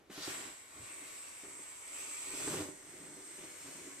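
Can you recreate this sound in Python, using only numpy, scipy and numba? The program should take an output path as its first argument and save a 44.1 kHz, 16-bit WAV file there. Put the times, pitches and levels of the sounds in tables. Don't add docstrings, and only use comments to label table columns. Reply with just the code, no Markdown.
import sys
import numpy as np
from scipy import signal
from scipy.fft import rfft, irfft, next_fast_len
from scipy.io import wavfile
from scipy.ndimage import uniform_filter1d
from numba import njit

SR = 44100
rng = np.random.default_rng(int(sys.argv[2]) if len(sys.argv) > 2 else 0)


def wav_out(sig):
    wavfile.write(sys.argv[1], SR, np.round(np.clip(np.atleast_2d(sig).T, -1, 1) * 32767).astype(np.int16))


N = 176400
T = np.arange(N) / SR


def valve():
    swirls = turbulence()
    sound = whistle(swirls) + jet() + hollow(swirls) + sizzle()
    return amp(-5) * sound + echoes(sound)


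# (time [s], level [dB], pitch [Hz], width [Hz])
WHISTLE_PATH = [(0.0, -100, 7900, 1200), (0.18, -90, 7900, 1200), (0.21, -56, 8150, 900),
                (0.34, -51.5, 7880, 1100), (0.47, -57, 7860, 1010), (0.66, -64, 7870, 900),
                (0.84, -56.5, 7930, 990), (1.12, -55.5, 7980, 1020), (1.35, -57, 7990, 1160),
                (1.85, -56.5, 7900, 1150), (1.97, -51.5, 7830, 885), (2.28, -51.5, 7830, 870),
                (2.48, -45, 7820, 900), (2.6, -52, 7960, 900), (2.75, -62.5, 8130, 600),
                (3.25, -59, 8160, 706), (3.7, -58.5, 8330, 850), (4.0, -62.5, 8150, 900)]
# (pitch [Hz], width [Hz], level added to the whistle's [dB])
VALVE_RINGS = [(6050, 230, -18), (8230, 56, -6), (8800, 110, -19)]
# (time [s], level added to the whistle's [dB])
LOW_RING_LEVEL = [(0.5, -14), (1.3, -6), (2.55, -9.5), (2.75, -12), (3.7, -4)]
def whistle(swirls):
    breathy = amp(3.5) * resonate(turbulence(), hz=curve(WHISTLE_PATH, 2), width=curve(WHISTLE_PATH, 3))
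    rings = sum(amp(db) * resonate(swirls, hz, width) for hz, width, db in VALVE_RINGS)
    low_ring = amp(curve(LOW_RING_LEVEL)) * resonate(swirls, hz=7540, width=200)
    return amp(curve(WHISTLE_PATH)) * (breathy + rings + low_ring)


# (time [s], level [dB])
AIR_FLOW = [(0.0, -99), (0.085, -91), (0.11, -62.5), (0.2, -62), (0.28, -56.5), (0.39, -61.5), (0.56, -71),
            (0.69, -72), (0.84, -65.5), (1.02, -68), (1.09, -64), (1.36, -68), (1.62, -69), (1.86, -68),
            (1.96, -61.5), (2.12, -63), (2.29, -62), (2.4, -57), (2.5, -55.5), (2.6, -59.5), (2.7, -76),
            (2.79, -72.5), (2.94, -71), (3.2, -70), (3.4, -67.5), (3.72, -65.5), (4.0, -69)]
# (frequency [Hz], level [dB])
JET_COLOUR = [(30, -3), (200, -17), (350, -0.5), (600, 4), (790, -2.5), (1100, 5), (1650, 2), (2000, 3),
              (2700, 2), (3300, 1), (4600, -1), (6500, 2), (9000, -2.5), (10500, -2.5), (12500, -3.5),
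              (14500, -12)]
def jet():
    return amp(curve(AIR_FLOW) + 11) * unit(colour(turbulence(), JET_COLOUR))


# (time [s], level [dB], pitch [Hz])
HOLLOW_PATH = [(0.09, -95, 2230), (0.19, -76, 2200), (0.28, -58, 2250), (0.39, -63, 2580),
               (0.64, -67, 2030), (0.88, -59.5, 2290), (1.42, -62.5, 2190), (1.7, -64.5, 2120),
               (1.85, -60.5, 2140), (1.96, -58.5, 2440), (2.3, -56, 2400), (2.48, -58, 2480),
               (2.63, -65, 2240), (2.73, -69, 1890), (3.2, -67.5, 1950), (3.7, -65.5, 2330),
               (4.0, -69, 2080)]
def hollow(swirls):
    hz = curve(HOLLOW_PATH, 2)
    upper = resonate(swirls, hz, width=680)
    lower = amp(-9) * resonate(swirls, 0.567 * hz, width=410)
    return amp(curve(HOLLOW_PATH)) * (upper + lower)


# (time [s], level [dB])
SIZZLE_LEVEL = [(0.0, -98), (2.3, -80), (2.6, -57), (2.82, -62.5), (3.75, -57), (4.0, -59)]
def sizzle():
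    return amp(curve(SIZZLE_LEVEL)) * resonate(turbulence(), hz=7400, width=2500)


# (frequency [Hz], level [dB])
SKIN_COLOUR = [(30, -33), (90, -10), (200, 1.5), (380, 5), (520, -3.5), (780, -7.5), (1200, -7), (2000, -9),
               (3200, -15), (6000, -25), (14000, -34)]
def inflatable():
    slips = rubbing()
    push, scrape = pats()
    scrape = scrape + slips
    rustle = amp(-5.5) * np.std(scrape) * unit(colour(scrape, SKIN_COLOUR))
    sound = boom(push + slips) + rustle
    return sound + amp(-8) * echoes(sound)


# (time [s], level [dB])
RUB_LEVEL = [(0.0, -65), (0.07, -75), (0.25, -74), (0.32, -59.5), (0.47, -57.5), (0.56, -76), (0.68, -79),
             (0.77, -60.5), (0.9, -66), (1.02, -64.5), (1.4, -75.5), (1.48, -62.5), (1.78, -76.5),
             (2.0, -64), (2.25, -67.5), (2.35, -54), (2.45, -50), (2.51, -43), (2.62, -43), (2.68, -58),
             (2.82, -65), (2.97, -56.5), (3.15, -58.5), (3.26, -64.5), (3.43, -56), (3.58, -65), (3.7, -57),
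             (3.87, -60), (4.0, -66)]
def rubbing(slips_per_s=1000, spread_db=2):
    slips = (rng.random(N) < slips_per_s / SR) * rng.choice([-1, 1], N)
    sizes = amp(spread_db * np.minimum(rng.exponential(1, N), 3))
    return amp(curve(RUB_LEVEL) - 2) * unit(slips * sizes)


# (start [s], boom level [dB], rustle level [dB], fade time [s])
PAW_PATS = [(0.096, -52, -46, 0.015), (0.175, -47.5, -46, 0.024), (0.274, -41, -43.5, 0.009),
            (1.015, -57, -51, 0.011), (1.432, -61, -48, 0.024), (1.588, -63, -53.5, 0.015),
            (2.268, -51, -51, 0.011), (2.335, -54, -47, 0.011), (2.403, -50, -60, 0.008),
            (2.474, -39, -36.5, 0.018), (2.535, -39, -39, 0.018), (2.603, -39.5, -53, 0.016),
            (2.683, -44, -49, 0.012), (3.433, -62.5, -48, 0.013), (3.656, -67, -48.5, 0.012),
            (3.786, -55, -51, .012), (3.866, -53, -57, 0.023)]
def pats(rise_s=0.00513, thud_s=0.0004):
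    noise = rng.standard_normal(N)
    push = scrape = 0
    for start, boom_db, rustle_db, fade_s in PAW_PATS:
        age = np.maximum(T - start, 0)
        burst = noise * np.minimum(age / rise_s, 1) * np.exp(-np.maximum(age - rise_s, 0) / fade_s)
        landed = np.maximum(age - rise_s / 2, 0) / thud_s
        thud = landed * np.exp(-landed)
        push = push + amp(boom_db) * (amp(0.5) * thud + amp(-3.5) * burst)
        scrape = scrape + amp(rustle_db) * burst
    return push, scrape


# (pitch [Hz], level [dB], time to fade by 60 dB [s])
BODY_NOTES = [(110.4, -15, 0.3), (155.7, -8.5, 0.29), (183.3, -10, 0.2), (230, -23, 0.013),
              (279.5, -4.5, 0.48), (300, 6, 0.14), (337, 5, 0.072), (378.9, -2, 0.28), (484, -13.5, 0.25),
              (597.5, -7.5, 0.34)]
def boom(push):
    t = T[:SR // 2]
    ring = sum(amp(db - 60 * t / fade_s) * np.cos(2 * np.pi * hz * t) for hz, db, fade_s in BODY_NOTES)
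    return signal.fftconvolve(push, ring / np.linalg.norm(ring))[:N]


# (loudest moment [s], half length [s], level [dB], pitch [Hz], width [octaves])
FUR_SWEEPS = [(0.187, 0.039, -51.5, 4240, 0.44), (0.229, 0.017, -44.5, 4460, 0.42),
              (0.276, 0.062, -49.5, 1490, 1.16), (0.416, 0.074, -54, 1500, 1.15),
              (0.767, 0.066, -65.5, 1150, 0.55), (2.558, 0.059, -51.5, 1290, 0.76),
              (3.39, 0.028, -60, 2000, 0.69)]
def fur():
    sound = sum(stroke(*row) for row in FUR_SWEEPS)
    return amp(-8) * sound + echoes(sound)


# (loudest moment [s], half length [s], level [dB], pitch [Hz], width [octaves])
WEIGHT_SHIFTS = [(0.816, 0.025, -58, 91, 0.52), (2.54, 0.05, -49, 160, 0.68), (2.619, 0.033, -50, 97, 0.14)]
def bumps():
    return sum(stroke(*row) for row in WEIGHT_SHIFTS)


# (frequency [Hz], time to fade by 60 dB [s])
ROOM_FADE = [(100, 0.22), (500, 0.39), (3000, 0.34), (8000, 0.23), (14000, 0.33)]
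def echoes(x, sway_hz=0.2):
    out = 0
    for turn in np.linspace(0, np.pi, 3, endpoint=False):
        hz, t, noise = signal.stft(rng.standard_normal((2, SR // 2)), SR, nperseg=256)
        fade = amp(-60 * t / read(ROOM_FADE, hz)[:, None])
        spectrum = rfft(signal.istft(noise * fade, SR, nperseg=256)[1])
        tail = irfft(spectrum / np.sqrt(uniform_filter1d(abs(spectrum) ** 2, size=80)))
        share = np.sqrt(2 / 3) * np.cos(2 * np.pi * sway_hz * T + turn)
        out = out + signal.fftconvolve((share * x)[None], tail, axes=1)[:, :N]
    return out


# (frequency [Hz], level [dB])
HUSH_COLOUR = [(20, -22), (45, 0.5), (100, 2.5), (170, -4.5), (350, 2.5), (700, 0), (1500, -6.5),
               (2400, -7.5), (4500, -15), (14000, -21)]
def room_hush():
    noise = rng.standard_normal((3, N))
    return amp(-67) * unit(colour(noise[:2] + noise[2], HUSH_COLOUR))


def turbulence(patch_db=1.27, flutter_db=0.5):
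    noise = signal.stft(rng.standard_normal(N), nperseg=256)[2]
    patches = uniform_filter1d(rng.standard_normal(noise.shape), size=14, axis=1)
    patches = unit(uniform_filter1d(patches, size=8, axis=0))
    flutter = unit(uniform_filter1d(rng.standard_normal(noise.shape[1]), size=9))
    gain = amp(patch_db * patches + flutter_db * flutter)
    return unit(signal.istft(noise * gain, nperseg=256)[1][:N])


def stroke(peak_s, half_s, db, hz, octaves):
    band = np.exp(-.5 * (np.log2((np.fft.rfftfreq(N, 1 / SR) + 1) / hz) / octaves) ** 2)
    swell = np.exp(-.5 * ((T - peak_s) / half_s) ** 2)
    return amp(db) * swell * unit(irfft(rfft(rng.standard_normal(N)) * band, N))


def resonate(x, hz, width):
    turn = np.exp(2j * np.pi * np.cumsum(hz * np.ones(N)) / SR)
    keep = np.exp(-np.pi * np.abs(width) * np.ones(N) / SR)
    ringing = turn * smooth(smooth(x / turn, keep), keep)
    return unit(ringing.real / np.sqrt(1 - keep))


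@njit
def smooth(x, keep):
    out = np.zeros_like(x)
    for i in range(1, len(x)):
        out[i] = keep[i] * out[i - 1] + (1 - keep[i]) * x[i]
    return out


def colour(x, points, share=1):
    size = next_fast_len(N + 8192)
    gain = amp(share * read(points, np.fft.rfftfreq(size, 1 / SR)))
    return irfft(rfft(x, size) * gain, size)[..., :N]


def read(points, hz):
    f, value = np.transpose(points)
    return np.interp(np.log(hz + 1), np.log(f), value)


def curve(rows, column=1):
    rows = np.array(rows)
    return np.interp(T, rows[:, 0], rows[:, column])


def amp(db):
    return 10 ** (np.asarray(db) / 20)


def unit(x):
    return x / np.sqrt(np.mean(x ** 2) + 1e-20)


def scene():
    return valve() + inflatable() + fur() + bumps() + room_hush()


# (frequency [Hz], left minus right [dB])
MIC_BALANCE = [(80, 1.5), (350, -2), (1400, 3), (2800, 1), (5500, -1.7), (7600, -2.5), (9000, 2),
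               (13000, 2.5)]
def record(dry, left_lag_s=0.000033, top_hz=14600):
    delay = np.exp(-2j * np.pi * np.fft.rfftfreq(N, 1 / SR) * left_lag_s)
    left = colour(irfft(rfft(dry[0]) * delay, N), MIC_BALANCE, share=.5)
    right = colour(dry[1], MIC_BALANCE, share=-.5)
    high_cut = signal.firwin(511, top_hz, window=("kaiser", 9), fs=SR)
    return signal.oaconvolve(np.array([left, right]), high_cut[None], "same")


dry = scene()
out = record(dry)
wav_out(out)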